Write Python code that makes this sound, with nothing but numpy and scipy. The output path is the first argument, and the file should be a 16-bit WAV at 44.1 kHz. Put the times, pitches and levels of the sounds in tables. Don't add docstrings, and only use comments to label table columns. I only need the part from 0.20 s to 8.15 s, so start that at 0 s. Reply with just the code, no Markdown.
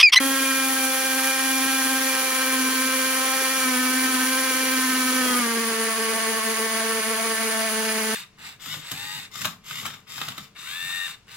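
import sys
import numpy as np
from scipy import signal
from scipy.fft import rfft, irfft, next_fast_len
from scipy.io import wavfile
from scipy.ndimage import map_coordinates

SR = 44100
rng = np.random.default_rng(int(sys.argv[2]) if len(sys.argv) > 2 else 0)


def bounce(signal):
    frames = np.transpose(np.atleast_2d(signal))
    limited = np.clip(frames, -1, 1)
    pcm = np.round(limited * 32767).astype(np.int16)
    wavfile.write(sys.argv[1], SR, pcm)


N = 350595


def amp(db):
    return 10 ** (np.asarray(db) / 20)


def unit(x):
    return x / np.sqrt(np.mean(x ** 2) + 1e-20)


def along(points, hz):
    f, v = np.transpose(points)
    return np.interp(np.log(hz + 1), np.log(f + 1), v)


def curves(rows):
    s, *cols = np.transpose(rows)
    return [np.interp(np.arange(N) / SR, s, c) for c in cols]


def wobble(knots_per_s):
    knots = rng.standard_normal(int(N * knots_per_s / SR) + 4)
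    return map_coordinates(knots, [np.arange(N) * knots_per_s / SR])


def filtered(x, response):
    m = 2 * next_fast_len(N // 2 + SR // 4)
    return irfft(rfft(x, m) * response(np.fft.rfftfreq(m, 1 / SR)), m)[..., :N]


def coloured(x, spectrum):
    size = 4096
    log_gain = np.log(amp(along(spectrum, np.fft.rfftfreq(size, 1 / SR))))
    cepstrum = irfft(log_gain)
    fold = np.r_[1, np.full(size // 2 - 1, 2), 1, np.zeros(size // 2 - 1)]
    ring = irfft(np.exp(rfft(cepstrum * fold)))
    return unit(signal.fftconvolve(np.atleast_2d(x), ring[None], axes=1)[:, :N])


def pressed(x, light, hard, load):
    return (1 - load) * coloured(x, light) + load * coloured(x, hard)


def leading(x, lead_s):
    return filtered(x, lambda hz: np.exp(1j * np.pi * hz * lead_s * np.array([[-1], [1]])))


def spells(rows, edge_s):
    t = np.arange(N) / SR
    total = 0
    for start, length, strength in rows:
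        inside_s = np.minimum(t - start, start + length - t)
        total = total + strength * np.clip(inside_s / edge_s + .5, 0, 1)
    return total


def bumps(rows, sigma_s, delay_s=0):
    t = np.arange(N) / SR - delay_s
    return sum(height * np.exp(-.5 * ((t - s) / sigma_s) ** 2) for s, height in rows)


def pulses(at, sizes):
    taps = np.floor(at)[:, None] + np.arange(-7, 9)
    offset = taps - at[:, None]
    shape = np.sinc(offset) * np.cos(np.pi * offset / 16) ** 2
    index = np.clip(taps, 0, N).astype(int)
    return np.bincount(index.ravel(), (sizes[:, None] * shape).ravel(), N + 1)[:N]


def puffs(cycles, depth_db, length_cycles):
    return unit(amp(depth_db * np.exp(-(cycles % 1) / length_cycles)))


# time in seconds, blows per second in Hz.
SPEED_HZ = [(0.0, 269.4), (0.66, 263.5), (1.48, 265.1), (2.44, 260.3), (3.19, 262.6), (3.36, 263.2),
            (3.56, 253.6), (3.87, 260.6), (3.98, 255.4), (4.14, 261.5), (4.29, 262), (4.34, 257.8),
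            (4.4, 261.8), (4.89, 255.2), (4.98, 256.8), (5.12, 248.5), (5.205, 245.3), (5.232, 232.4),
            (5.36, 229.1), (5.56, 225), (6.24, 222.5), (6.75, 223.7), (6.82, 221.7), (7.06, 224.5),
            (7.55, 220.1), (7.95, 219.4)]
SNAG_SAG_HZ = 4


def blow_rate():
    speed_hz, = curves(SPEED_HZ)
    return speed_hz - SNAG_SAG_HZ * snags()


BLOWS_PER_TURN = 15


def turning(cycles, second=0.82):
    angle = 2 * np.pi * cycles / BLOWS_PER_TURN
    return unit(np.sin(angle) + second * np.sin(2 * angle + 2 * np.pi * rng.random()))


STUMBLE_CYCLES = .016
CHATTER_DEPTH_DB, CHATTER_EARLY_S = 3.5, .00003
# gap after the blow in s, wander of the gap in s, size relative to the blow.
REBOUNDS = [(.0007, .00018, .45), (.0015, .00025, .33)]


def ratchet(load, uneven_db, sway_hz, drift_hz=0.716, jitter_light_s=.000014, jitter_hard_s=.00003,
            scatter_db=1.36, teeth_db=1.0):
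    speed_hz = blow_rate()
    chuck = np.sin(2 * np.pi * np.cumsum(speed_hz) / SR / BLOWS_PER_TURN)
    surge = unit(chuck + wobble(70))
    swayed_hz = speed_hz + sway_hz * chuck + drift_hz * wobble(40)
    cycles = np.cumsum(swayed_hz) / SR + STUMBLE_CYCLES * load * wobble(65)
    at = np.interp(np.arange(1, int(cycles[-1])), cycles, np.arange(N))
    i = at.astype(int)
    late, strong = rng.standard_normal((len(at), 2)).T
    jitter_s = jitter_light_s + (jitter_hard_s - jitter_light_s) * load[i]
    limp = spells(CHATTERS, CHATTER_EDGE_S)[i] * (-1) ** np.arange(len(at))
    at = at + SR * (jitter_s * late - CHATTER_EARLY_S * limp)
    size_db = scatter_db * strong + teeth_db * turning(cycles)[i]
    size_db = size_db + uneven_db[i] * surge[i] + CHATTER_DEPTH_DB * limp
    sizes = amp(size_db)
    blows = pulses(at, sizes)
    for gap_s, wander_s, size in REBOUNDS:
        blows = blows + pulses(at + SR * (gap_s + wander_s * wobble(36)[i]), size * sizes)
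    return cycles, surge, blows


# time in seconds, level in dB before the shake_db offset.
SHAKE_DB = [(0, -25), (0.2, -30), (0.66, -31), (0.79, -39), (0.98, -29.5), (1.14, -37), (1.26, -29.5),
            (1.78, -29.5), (2.06, -37.5), (2.4, -26.5), (3.22, -37), (3.41, -35), (3.48, -26.5),
            (4.08, -27.5), (4.25, -33.5), (4.65, -27), (5.17, -27), (5.7, -36.5), (7.3, -35.5), (7.95, -32)]
# time in seconds, relative level in dB.
OCTAVE_DB = [(0, -31), (.15, -35.5), (.55, -38), (.72, -34.5), (1.12, -35.5), (1.26, -40), (1.58, -41),
             (1.8, -36), (2.28, -33), (2.5, -41.5), (2.72, -33.5), (3.45, -35), (3.8, -41), (4.05, -42),
             (4.17, -35), (4.5, -35), (4.64, -48), (4.95, -35), (5.18, -33.5), (5.3, -37), (7.95, -37.5)]
# time in seconds, relative level in dB.
THIRD_DB = [(0, -36), (.33, -51), (.48, -38), (.8, -34), (2.08, -38.5), (2.25, -43), (2.8, -53),
            (3.05, -36), (3.45, -42), (4.8, -45.5), (5.3, -38), (5.6, -34), (7.4, -31), (7.95, -34)]
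# time in seconds, relative level in dB.
FOURTH_DB = [(0.1, -34.5), (0.8, -42), (1.3, -36), (3.0, -34), (3.6, -36), (4.5, -35), (5.1, -37),
             (5.35, -40), (7.4, -39), (7.95, -38)]
# start in seconds, length in seconds, relative strength.
BITES = [(5.25, 0.245, 0.74), (5.5, 0.2, 1), (5.775, 0.16, 1.04), (6.045, 0.079, 0.87), (6.15, 0.044, .6),
         (6.275, 0.071, 0.85), (6.39, 0.086, 1.1), (6.53, .06, 0.41), (6.645, 0.169, 1),
         (6.87, 0.098, 0.86), (7.055, 0.105, 1.1), (7.24, 0.07, 1.18), (7.52, 0.48, 0.81)]
BITE_EDGE_S, OCTAVE_BITE_DB, THIRD_LOSS_DB = 0.022, 8, 5.5
SNAG_DIP_DB, KICK_DB, KICK_AFTER_S = 6.5, 3.5, 0.051


def shake_levels(load, shake_db=1.65):
    shake, = curves(SHAKE_DB)
    octave, = curves(OCTAVE_DB)
    third, = curves(THIRD_DB)
    fourth, = curves(FOURTH_DB)
    bite = spells(BITES, BITE_EDGE_S)
    dip = SNAG_DIP_DB * snags()
    first = shake + shake_db + KICK_DB * snags(KICK_AFTER_S)
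    octave = octave + OCTAVE_BITE_DB * bite
    third = third - THIRD_LOSS_DB * bite
    return [db - dip for db in (first, octave, third, fourth)]


PORT_PHASE_RAD = [(.22, .8), (.3, .2), (0, .7), (-.5, 1)]


def strip(cycles, surge, load, hum_db=-2.1, throb_db=0.16, flutter_light_db=1.2, flutter_hard_db=1.0):
    flutter_db = flutter_light_db + (flutter_hard_db - flutter_light_db) * load
    hum = 0
    for k, db in enumerate(shake_levels(load), 1):
        light, hard = PORT_PHASE_RAD[k - 1]
        lead_rad = light + (hard - light) * load + .15 * np.sqrt(k) * wobble(3)
        apart = lead_rad * np.array([[.5], [-.5]])
        swell = amp(db + np.sqrt(k) * flutter_db * wobble(50))
        hum = hum + swell * np.sin(2 * np.pi * (k * cycles + rng.random()) + apart)
    ease = signal.windows.tukey(N, .002)
    return np.sqrt(2) * amp(hum_db + throb_db * surge) * ease * hum


# frequency in Hz, level in dB before whine_db.
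HOUSING_DB = [(1310, -52), (1345, -46), (1400, -52), (1500, -46), (1560, -38), (1592, -36.5), (1625, -46),
              (1970, -49), (2100, -49), (2200, -45), (2310, -38), (2375, -37), (2400, -33.5), (2425, -39),
              (2650, -58), (3050, -60), (3145, -53), (3195, -46), (3230, -35), (3330, -53), (3445, -44),
              (3600, -55), (5100, -56), (5280, -48), (5500, -54), (5810, -44), (5980, -46), (6200, -56)]
# time in seconds, level in dB before fifth_db.
FIFTH_DB = [(0, -36.5), (0.35, -36), (0.8, -41.5), (2.2, -42), (2.5, -52), (2.85, -39.5), (3.35, -36.5),
            (3.8, -45), (4.95, -39), (5.17, -33.5), (5.35, -33.5), (6.6, -34.5), (7.2, -36), (7.95, -43)]


def gears(cycles, whine_db=0.5, fifth_db=-1, flutter_db=2.0, throb_db=1.0, backlash_cycles=0.037):
    speed_hz = blow_rate()
    levels_db = {k: whine_db + along(HOUSING_DB, k * speed_hz) for k in (6, 9, 12, 13, 20, 22)}
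    levels_db[5] = fifth_db + curves(FIFTH_DB)[0]
    whine = 0
    for k, db in levels_db.items():
        throb = turning(cycles + BLOWS_PER_TURN * rng.random())
        swell = amp(db + flutter_db * wobble(45) + throb_db * throb)
        slip = .13 * wobble(11) + backlash_cycles * wobble(60)
        whine = whine + swell * np.sin(2 * np.pi * (k * cycles + rng.random() + slip))
    return np.sqrt(2) * leading(whine, .00003)


# frequency in Hz, t60 in seconds.
ROOM_T60_S = [(200, 0.42), (1500, 0.1), (10000, 0.075)]
# frequency in Hz, level in dB.
WET_DB = [(500, -12), (1000, -7), (2000, -6), (4500, -3), (8000, -7), (15000, -7)]


def in_room(x):
    hz, t, z = signal.stft(rng.standard_normal((2, SR // 3)), SR, nperseg=256)
    fade = amp(-60 * t / along(ROOM_T60_S, hz)[:, None])
    fade = fade / np.sqrt(np.sum(fade ** 2, 1, keepdims=True) * t[1] * SR)
    tail = signal.istft(z * fade * amp(along(WET_DB, hz))[:, None], SR, nperseg=256)[1]
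    return x + signal.fftconvolve(np.atleast_2d(x), tail, axes=1)[:, :N]


# frequency in Hz, relative level in dB.
RING_LIGHT_DB = [(300, -75.5), (1080, -18.5), (1220, 1.5), (1320, -7.5), (1572, -3.5), (1834, -2),
                 (2096, -6), (2358, -8), (2640, -10), (2900, -8.5), (3160, -6.5), (3440, -12), (3700, -13),
                 (5764, -12), (9000, -35.5)]
# frequency in Hz, relative level in dB.
RING_HARD_DB = [(300, -68), (912, -49.5), (1112, -11), (1335, -4.5), (1558, -3), (1780, -3.5), (2000, -5),
                (2225, -2.5), (2448, -5), (2670, -15), (2892, -6.5), (3782, -28), (4895, -10.5),
                (6230, -20), (9000, -41)]
# frequency in Hz, relative level in dB.
RATTLE_LIGHT_DB = [(150, -39), (650, -10.5), (1000, -3), (1500, -1), (2000, -2), (2800, -2.5), (3300, -2.5),
                   (3800, -6), (4500, -2), (5300, -9), (5900, -2.5), (6600, -7), (7400, -2), (9000, -50)]
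# frequency in Hz, relative level in dB.
RATTLE_HARD_DB = [(150, -47), (700, -7), (1000, -4), (1500, 0.5), (2000, -1.5), (2600, -6), (3100, -2.5),
                  (4000, -5.5), (4800, -3), (5400, -13), (6100, -4.5), (7200, -7), (9000, -46)]


def tool(blows, cycles, load, level_db, ring_db=-2.0, rattle_db=0.0, catch_db=1.23):
    ring = in_room(pressed(blows, RING_LIGHT_DB, RING_HARD_DB, load))
    ring = leading(ring, .00004)
    scrape = rng.standard_normal((2, N)) * puffs(cycles, depth_db=-2.5, length_cycles=0.2)
    scrape = scrape * amp(catch_db * wobble(500))
    rattle = pressed(scrape, RATTLE_LIGHT_DB, RATTLE_HARD_DB, load)
    return amp(level_db) * (amp(ring_db) * ring + amp(rattle_db) * rattle)


# frequency in Hz, relative level in dB.
GRIT_LIGHT_DB = [(4000, -35), (6800, -10), (7700, -5), (8500, -3.5), (9400, 0), (10000, -1), (10800, -4.3),
                 (12000, -4), (12600, -6.3), (14000, -9.5), (14800, -5), (15700, -8)]
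# frequency in Hz, relative level in dB.
GRIT_HARD_DB = [(4000, -35), (6800, -13), (7900, -8.5), (8500, -3.5), (9200, 0), (10000, -2), (10700, -6.5),
                (11800, -10.3), (13500, -13), (14500, -13), (15200, -11), (15700, -12.5)]


def grit(cycles, load, level_db, grit_db=5.5, lumpy_db=0.37, clumpy_db=0.71, apart_db=-7):
    crush = rng.standard_normal(N) + amp(apart_db) * rng.standard_normal((2, N))
    crush = crush * puffs(cycles, depth_db=9.0, length_cycles=0.46)
    crush = crush * amp(lumpy_db * wobble(400) + clumpy_db * wobble(40))
    hiss = amp(level_db + grit_db) * pressed(crush, GRIT_LIGHT_DB, GRIT_HARD_DB, load)
    return leading(hiss, .000183)


# frequency in Hz, relative level in dB.
THUD_DB = [(20, -42), (50, -34), (100, -19.5), (150, -11), (200, -1.5), (380, 0), (480, 3), (620, -9),
           (850, -15), (1200, -11), (2500, -43)]
# time in seconds, level in dB.
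BOUNCE_DB = [(0, -48), (1.6, -47), (2.2, -45), (3.1, -48), (3.7, -44.5), (4.6, -45), (5.15, -38.5),
             (5.5, -51), (5.8, -47), (7.95, -50)]
# time in seconds, dB relative to the usual bounce (negative is quieter).
KNOCKS_DB = [(1.675, 5), (2.487, 5), (3.805, 0), (4.7, 2), (5.215, -4), (5.315, 3), (5.385, 3), (5.524, 15),
             (6.31, 10), (6.39, 11), (6.67, 8), (6.77, 9)]
KNOCK_SIGMA_S = 0.013


def thuds(surge, uneven_db, apart_db=-11):
    bounce_db, = curves(BOUNCE_DB)
    bunch_db = 3.6 * wobble(55)
    knocks = rng.standard_normal(N) + amp(apart_db) * rng.standard_normal((2, N))
    rumble = coloured(knocks * amp(bunch_db + uneven_db * surge), THUD_DB)
    return amp(bounce_db + bumps(KNOCKS_DB, KNOCK_SIGMA_S) - SNAG_DIP_DB * snags()) * rumble


# start in seconds, length in seconds, relative strength.
CHATTERS = [(0.98, .12, .8), (1.6, .13, 0.55), (1.9, 0.16, 0.8), (2.1, 0.27, 0.65), (2.47, 0.089, .5),
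            (3.6, 0.093, 0.44), (3.96, .12, 0.65), (5.03, 0.21, .6)]
CHATTER_EDGE_S = .04


def chatter(cycles, chatter_db=-42):
    tone = np.sin(2 * np.pi * 3.5 * cycles)
    return amp(chatter_db + 2.3 * wobble(40)) * spells(CHATTERS, CHATTER_EDGE_S) * tone


# time in seconds, relative strength.
SNAGS = [(5.565, 0.38), (5.748, 0.63), (6.222, 0.86), (6.36, 0.61), (6.497, 0.58), (6.832, 1.06),
         (6.97, 0.518), (7.163, 1.01), (7.32, 0.37), (7.497, .6)]
SNAG_SIGMA_S = .017


def snags(delay_s=0):
    return bumps(SNAGS, SNAG_SIGMA_S, delay_s)


# time in seconds, load 0 to 1,
# force change in dB per unit of surge (negative inverts it), sway of the speed in Hz.
HOLD = [(0, 0, -2, 0.89), (1.5, 0, 0, 1.46), (3.3, 0.2, 0, 1.6), (4.2, 0.26, 1, 1.78), (4.9, 0.01, 0.8, 2),
        (5.15, 0.54, -1.5, 1.52), (5.35, 0.7, 2.5, 1.9), (5.7, 0.83, -1.5, 1.15), (7.3, 0.86, -1.5, 1.68),
        (7.95, 0.59, -4, 1.8)]
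# time in seconds, level of ring and rattle in dB, level of crushed grit in dB,
# both before the offsets in tool and grit.
FORCE_DB = [(0, -29.5, -30.5), (1.2, -29, -31), (4.8, -28.5, -31.5), (5.18, -28.5, -32), (5.32, -30, -34),
            (7.95, -30, -34)]
# frequency in Hz, left minus right in dB.
BALANCE_DB = [(230, 0), (520, .6), (670, 3), (780, -2.5), (1000, 1.5), (1150, .8), (1800, 1.2), (3200, -1),
              (3700, -.3), (4500, -1.7), (5600, -6), (6500, -2.2), (8000, 0)]
SNAG_SOFTEN_DB = 1


def scene():
    load, uneven_db, sway_hz = curves(HOLD)
    load = np.clip(load, 0, 1)
    ring_db, crush_db = curves(FORCE_DB)
    cycles, surge, blows = ratchet(load, uneven_db, sway_hz)
    wood = strip(cycles, surge, load) + chatter(cycles) + thuds(surge, uneven_db)
    steel = gears(cycles) + tool(blows, cycles, load, ring_db)
    steel = amp(-SNAG_SOFTEN_DB * snags()) * steel
    drill = steel + grit(cycles, load, crush_db)
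    return filtered(wood + drill, lambda hz: amp(along(BALANCE_DB, hz) * np.array([[.5], [-.5]])))


LOW_CUT_HZ, TOP_HZ = 30, 15780


def record(dry):
    return filtered(dry, lambda hz: 1j * hz / (LOW_CUT_HZ + 1j * hz) * (hz < TOP_HZ))


dry = scene()
out = record(dry)
bounce(out)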